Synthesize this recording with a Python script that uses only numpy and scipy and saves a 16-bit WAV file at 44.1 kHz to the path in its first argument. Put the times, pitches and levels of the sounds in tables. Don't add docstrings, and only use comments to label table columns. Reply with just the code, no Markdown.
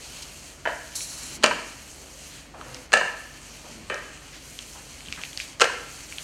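import sys
import numpy as np
from scipy import signal
from scipy.fft import rfft, irfft, next_fast_len
from scipy.io import wavfile

SR = 44100
rng = np.random.default_rng(int(sys.argv[2]) if len(sys.argv) > 2 else 0)


def put_to_file(sound):
    columns = np.atleast_2d(sound).T
    safe = np.clip(columns, -1, 1)
    whole_steps = np.round(safe * 32767)
    wavfile.write(sys.argv[1], SR, whole_steps.astype(np.int16))


N = 275095
TIME = np.arange(N) / SR
TOP_HZ = 15800

# (f/Hz, level/dB)
CRACK_COLOUR = [(200, -9), (1000, -22), (2000, 1.5), (2800, 10.5), (3600, 0.5), (4300, 5), (5200, -1),
                (6700, 2), (7700, -3.5), (8500, -2.5), (10000, -16), (15500, -40)]


def sponge(grain_db=4.0, pivot_hz=5000, flicker_db=1.5, judder_db=0.72):
    # (t/s, level/dB, brightness/dB per octave)
    slide = [(0, -43.5, -1.5), (.18, -41.5, -1.5), (.3, -45.5, -1), (.85, -45, -0.5), (1.1, -44, -2),
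             (1.55, -42.5, -4.5), (1.85, -46, 0), (2.1, -47, -0.5), (2.32, -43, 0), (2.8, -45.5, -2),
             (3.3, -47.5, -1.5), (3.75, -45.5, -2.5), (4.2, -48.5, -3), (4.65, -44.5, 0.5),
             (5, -46.5, -1.5), (5.3, -43.5, -0.5), (5.8, -44.5, -2), (6.24, -42, 0.5)]
    # (f/Hz, level/dB)
    hiss = [(300, -9.5), (1200, -7), (1800, -6.5), (2400, -1), (3100, -0.5), (3600, -7), (4300, 0.5),
            (5100, -4), (6400, 1.5), (7700, -2), (8500, -2), (9600, -6.5), (12500, -11.5), (15500, -25.5)]
    # (t/s, depth/dB, half width/s)
    dips = [(.61, 7, 0.067), (1.398, 8, 0.032), (2.52, 11.5, 0.12), (2.89, 9, 0.037), (3.85, 4, 0.069),
            (5.572, 7.5, 0.038)]
    dulling = .3
    steepness = 1.9
    s, *columns = np.transpose(slide)
    db, bright = (np.interp(TIME, s, c) for c in columns)
    dip = sum(depth * np.exp(-np.abs((TIME - at) / width) ** steepness) for at, depth, width in dips)
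    db = db - dip
    bright = bright - dulling * dip
    fizz = unit(colour(grains(grain_db), hiss))
    out = np.zeros(N)
    for hz, band in bands(fizz):
        octaves = np.clip(np.log2(hz / pivot_hz), -2, 2)
        out += band * undb(bright * octaves + flicker_db * walk(25))
    return out * undb(db + judder_db * walk(40))


def swish(grain_db=4, judder_db=1.5):
    # (f/Hz, width/Hz, level/dB)
    peaks = [(4210, 640, 5), (5600, 770, 3), (6180, 590, 3), (7200, 1200, 5), (8500, 640, 0.5),
             (10330, 1800, 0), (14000, 4000, -18)]
    start_s, end_s, attack_s, release_s = 0.95, 1.387, .006, 0.033
    steady_db, bite_db, ease_s = -40, 8, 0.1
    fizz = np.zeros(N)
    for hz, width, db in peaks:
        fizz += undb(db) * band_pass(grains(grain_db), [hz - width / 2, hz + width / 2])
    pressed = np.clip(np.minimum((TIME - start_s) / attack_s, (end_s - TIME) / release_s), 0, 1)
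    bite = np.exp(-((TIME - start_s) / ease_s) ** 2)
    return unit(fizz) * pressed * undb(steady_db + bite_db * bite + judder_db * walk(89.2))


def knocks(count=5):
    # (main blow t/s, level/dB, hard edge/dB, near end f/Hz, far end f/Hz,
    #   floor thud/dB, room send/dB, catches before it, their lead/s, first catch/dB, rattle/dB,
    #   rebound after/s, rebound/dB, drop back after/s, drop/dB); edge and room send are relative to the blow
    clack_rows = [(.659, -26.5, -32, 967, 1525, -50, -3.5, 1, 0.0047, -25, -34, .0145, -24.5, 0.035, -32),
                  (1.4396, -13.5, 0.5, 617, 1030, -26, -6.5, 2, 0.012, -34.5, -24.5, .0217, -25.5, .0717, -21),
                  (2.936, -13, -2.5, 1727, 599, -49, -3.5, 2, .0153, -30.5, -26, .0372, -28.5, .076, -23.5),
                  (3.903, -35.5, -15, 610, 1820, -50, 2, 1, 0.0038, -24.5, -39.5, .021, -38.5, 0.047, -53),
                  (5.617, -13.5, -1, 1338, 477, -40, -7, 3, .019, -27.5, -25, .0255, -26.5, 0.082, -31)]
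    thump_db = 2
    rock_s, rock_db, rock_thump_db = .0018, -0.5, -3
    catch_hz, catch_crowding, catch_growth, catch_edge_db, catch_thump_db = 1294, 1.45, 1, 1, -24.5
    rattle_hz, rattle_spread_octaves, rattle_gap_s, rattle_jitter = 1486, 0.373, .0075, .25
    rattle_fall_db_per_s, rattle_edge_db, rattle_thump_db = 98, -11, -3.5
    rebound_hz, rebound_edge_db, rebound_thump_db = 648, 6.5, 1.5
    drop_hz, drop_edge_db, drop_thump_db = 980, -16, -0.5

    direct, sent = np.zeros(N), np.zeros(N)
    for (s, db, edge_db, near_hz, far_hz, floor_db, room_db, catches, lead, catch_db, rattle_db,
         rebound, rebound_db, drop, drop_db) in clack_rows:
        clack = np.zeros(N)
        for ahead in np.linspace(1, 0, round(catches), endpoint=False) ** catch_crowding:
            level = db + (catch_db - db) * ahead ** catch_growth
            add(clack, s - lead * ahead, contact(level, catch_thump_db, catch_hz, edge_db + catch_edge_db))
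        add(clack, s, contact(db, thump_db, near_hz, edge_db))
        add(clack, s, undb(floor_db) * thud())
        add(clack, s + rock_s, contact(db + rock_db, rock_thump_db, far_hz, edge_db))
        for k, (late, part) in enumerate(rng.standard_normal((count, 2)), 1):
            after = rattle_gap_s * (k + rattle_jitter * late)
            hz = rattle_hz * 2 ** (rattle_spread_octaves * part)
            level = rattle_db - rattle_fall_db_per_s * after
            add(clack, s + after, contact(level, rattle_thump_db, hz, edge_db + rattle_edge_db))
        add(clack, s + rebound,
            contact(rebound_db, rebound_thump_db, rebound_hz, edge_db + rebound_edge_db))
        add(clack, s + drop, contact(drop_db, drop_thump_db, drop_hz, edge_db + drop_edge_db))
        direct += clack
        sent += undb(room_db) * clack
    return direct, sent


def contact(db, thump_db, thump_hz, edge_db, crack_t60=0.012, rattle_db=-18, rattle_t60=0.075,
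            thump_t60=0.04, clatter_db=-6.0, clatter_t60=0.038, clatter_hz=(520, 2000), detune=0.0067,
            scatter_db=1.6, head_cut_hz=230, focus_db=8, focus_width=0.017):
    # (f/Hz, t60/s, energy/dB)
    head_modes = [(246, 0.03, -18), (400, 0.099, -8.5), (483.4, 0.062, -3), (655, 0.023, -3),
                  (730, 0.013, -51), (910, 0.016, -40), (1186, 0.088, -4), (1329.5, 0.055, 3),
                  (1500, 0.019, -3), (1569, 0.065, 3.5), (1720, 0.01, 1), (1772, 0.017, 4.5),
                  (1968, 0.043, -13), (2290, 0.021, -4.5), (2604, 0.021, -4.5), (2940, 0.09, -10),
                  (3031, 0.043, -5), (1774, 0.57, -13.5), (1670, .4, -7)]
    t = np.arange(SR // 2) / SR
    hz, t60, mode_db = np.transpose(head_modes)
    pitch, strength, side = rng.standard_normal((3, len(hz)))
    near = np.exp(-(np.log(hz / thump_hz) / focus_width) ** 2)
    gain = np.sign(side) * undb(mode_db + scatter_db * strength + focus_db * near) / np.sqrt(t60)
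    mode_hz = hz * (1 + detune * pitch)
    ring = gain @ (np.sin(2 * np.pi * mode_hz[:, None] * t) * fade(t, t60[:, None]))
    thump = low_cut(np.sin(2 * np.pi * thump_hz * t) * fade(t, thump_t60), thump_hz / 2)
    clatter = band_pass(rng.standard_normal(len(t)), clatter_hz) * fade(t, clatter_t60)
    crack_fade = fade(t, crack_t60) + undb(rattle_db) * fade(t, rattle_t60)
    crack = colour(rng.standard_normal(len(t)) * crack_fade, CRACK_COLOUR)
    blow = burst(ring) + undb(thump_db) * burst(thump)
    blow += undb(clatter_db) * burst(clatter) + undb(edge_db) * burst(crack)
    return low_cut(undb(db) * blow, head_cut_hz)


def thud(hz=238, t60=0.055):
    t = np.arange(SR // 4) / SR
    return burst(low_cut(np.sin(2 * np.pi * hz * t) * fade(t, t60), hz / 2))


def ticks(snap_db=-8, snap_t60=0.005, crackle_db=-20, crackle_t60=0.17, crackle_hz=(1600, 3600)):
    # (t/s, peak level/dB, f/Hz)
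    tick_rows = [(1.007, -23.5, 2400), (2.6125, -24, 1280), (2.7454, -16, 5240), (3.944, -17.5, 5570),
                 (4.59, -17.5, 3220), (5.006, -26.5, 2300), (5.061, -26, 3060), (5.085, -23, 2980),
                 (5.1254, -11.5, 2550), (5.162, -25, 3300), (5.216, -24, 3000), (5.23, -27, 5400),
                 (5.2361, -14.5, 2420), (5.251, -20.5, 2720), (5.331, -23.5, 3220), (5.375, -12, 4660),
                 (5.394, -23, 5260), (5.401, -14.5, 2460), (6.1244, -21.5, 2330), (6.1839, -15, 3170)]
    decay_cycles = 14.2
    out, t = np.zeros(N), np.arange(SR // 10) / SR
    for s, db, hz in tick_rows:
        snap = colour(rng.standard_normal(len(t)) * fade(t, snap_t60), CRACK_COLOUR)
        crackle = band_pass(rng.standard_normal(len(t)) ** 3, crackle_hz) * fade(t, crackle_t60)
        pop = np.sin(2 * np.pi * hz * t) * np.minimum(2 * hz * t, 1) * fade(t, decay_cycles / hz)
        tick = low_cut(pop, hz / 2)
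        tick += undb(snap_db) * snap / np.abs(snap).max()
        tick += undb(crackle_db) * crackle / np.abs(crackle).max()
        add(out, s, undb(db) * tick)
    return out


def peel(rate=160, size_db=6, band_hz=(1900, 4200)):
    peak_s, level_db, rise_db_per_s, fall_db_per_s = 5.06, -52, 203, 47
    sizes = undb(size_db * np.minimum(rng.exponential(size=N), 2))
    pores = (rng.random(N) < rate / SR) * sizes
    drop_db = np.maximum(rise_db_per_s * (peak_s - TIME), fall_db_per_s * (TIME - peak_s))
    return unit(band_pass(pores, band_hz)) * undb(level_db - drop_db)


def groan(waver=0.0063, rough_db=2):
    # (start/s, end/s, f/Hz, level/dB)
    groan_rows = [(2.645, 2.77, 125, -50), (2.62, 2.86, 500, -52), (2.75, 2.815, 265, -48)]
    out = np.zeros(N)
    for start, end, hz, db in groan_rows:
        cycles = np.cumsum(hz * (1 + waver * walk(34))) / SR
        tone = np.sqrt(2) * np.sin(2 * np.pi * cycles) * undb(db + rough_db * walk(37))
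        length = max(int((end - start) * SR), 2)
        add(out, start, tone[:length] * signal.windows.tukey(length, .5))
    return out


def shuffles(width=0.65):
    # (t/s, level/dB, f/Hz, length/s); each peaks at half its length
    scuff_rows = [(0.22, -37, 4480, 0.012), (1.189, -54, 230, 0.25), (1.361, -48, 218, 0.06),
                  (1.899, -55.5, 520, 0.26), (2.296, -49.5, 2480, 0.093), (2.536, -42.5, 790, 0.026),
                  (2.558, -49.5, 380, 0.083), (2.559, -47.5, 945, 0.16), (3.634, -46, 660, 0.042),
                  (3.68, -49.5, 192, 0.13), (4.32, -47, 2380, 0.047), (4.745, -48.5, 864, 0.047),
                  (5.072, -46, 136, 0.023), (5.172, -41, 1250, 0.027), (5.397, -36.5, 3520, 0.025)]
    out, t = np.zeros(N), np.arange(SR // 2) / SR
    for s, db, hz, length in scuff_rows:
        scuff = unit(band_pass(rng.standard_normal(len(t)), [hz / (1 + width), hz * (1 + width)]))
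        swell = (2 * t / length) * np.exp(1 - 2 * t / length)
        add(out, s, undb(db) * scuff * swell)
    return out


def room(x, first_s=0.0083, early_db=2, early_t60=0.062):
    # (f/Hz, t60/s)
    decay = [(150, 0.78), (600, 0.59), (1200, 0.71), (1800, 0.74), (3000, 0.68), (6000, 0.52),
             (12000, 0.57)]
    # (f/Hz, level/dB)
    echo_colour = [(100, 6), (350, 1), (700, -1), (1300, -2.5), (1750, 0), (2300, -0.5), (3000, -3),
                   (3800, -4.5), (5000, 0), (7000, -3), (14000, -6)]
    t = np.arange(SR) / SR
    onset = np.clip(t / first_s - .5, 0, 1)
    early = undb(early_db) * fade(t, early_t60)
    tail = sum(band * (fade(t, lookup(decay, hz)) + early) for hz, band in bands(rng.standard_normal(SR)))
    tail = tail * onset
    tail = tail / np.sqrt(np.sum(tail ** 2))
    return signal.fftconvolve(x, colour(tail, echo_colour))[:N]


def background(air_db=-51.0, waver_db=1):
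    # (f/Hz, level/dB)
    hum_rows = [(48.4, -56), (70.0, -60), (145.3, -63)]
    # (f/Hz, level/dB)
    air = [(20, -23), (60, 6.5), (100, 2.5), (150, 3), (200, -1), (280, 4), (400, -4), (600, -2.5),
           (900, -9.5), (2000, -10.5), (6000, -41.5), (15000, -35.5)]
    hum = np.zeros(N)
    for hz, db in hum_rows:
        level = np.sqrt(2) * undb(db + waver_db * walk(2.6))
        hum += level * np.sin(2 * np.pi * hz * TIME + 0.32 * walk(3.8))
    return hum + undb(air_db) * unit(colour(rng.standard_normal(N), air))


def undb(db):
    return 10 ** (np.asarray(db) / 20)


def unit(x):
    return x / np.sqrt(np.mean(x ** 2))


def burst(x):
    return x * np.sqrt(.005 * SR / np.sum(x ** 2))


def fade(t, t60):
    return np.exp(-np.log(1000) * t / np.maximum(t60, 1e-4))


def grains(spread_db):
    return rng.standard_normal(N) * undb(spread_db * rng.standard_normal(N))


def walk(rate):
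    steps = rng.standard_normal(1024)
    return np.interp(TIME * rate, np.arange(len(steps)), steps)


def lookup(points, hz):
    f, value = np.transpose(points)
    return np.interp(np.log(np.maximum(hz, 1)), np.log(f), value)


def colour(x, points):
    size = 4096
    gain = undb(lookup(points, np.fft.rfftfreq(size, 1 / SR)))
    cepstrum = irfft(np.log(gain))
    cepstrum[1:size // 2] *= 2
    cepstrum[size // 2 + 1:] = 0
    return signal.fftconvolve(x, irfft(np.exp(rfft(cepstrum))))[:len(x)]


def bands(x, count=18):
    size = next_fast_len(len(x), real=True)
    spectrum, f = rfft(x, size), np.fft.rfftfreq(size, 1 / SR)
    centres = np.geomspace(50, TOP_HZ, count)
    for hz, share in zip(centres, np.eye(count)):
        yield hz, irfft(spectrum * lookup(np.c_[centres, share], f), size)[:len(x)]


def band_pass(x, edges_hz):
    return signal.sosfilt(signal.butter(2, edges_hz, "band", fs=SR, output="sos"), x)


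def low_cut(x, hz):
    return signal.sosfilt(signal.butter(3, hz, "high", fs=SR, output="sos"), x)


def add(track, s, sound):
    i = int(s * SR)
    track[i:i + len(sound)] += sound[:max(N - i, 0)]


def scene(tick_room_db=-9, shuffle_room_db=-6):
    clacks, sent = knocks()
    pops, feet = ticks(), shuffles()
    echo = room(sent + undb(tick_room_db) * pops + undb(shuffle_room_db) * feet)
    mop = sponge() + swish() + clacks + pops + peel() + groan()
    return (mop + feet + echo + background())[None]


def record(dry):
    rounded = 1.1 * np.tanh(dry / 1.1)
    return signal.sosfilt(signal.ellip(8, .2, 70, TOP_HZ, fs=SR, output="sos"), rounded)


dry = scene()
out = record(dry)
put_to_file(out)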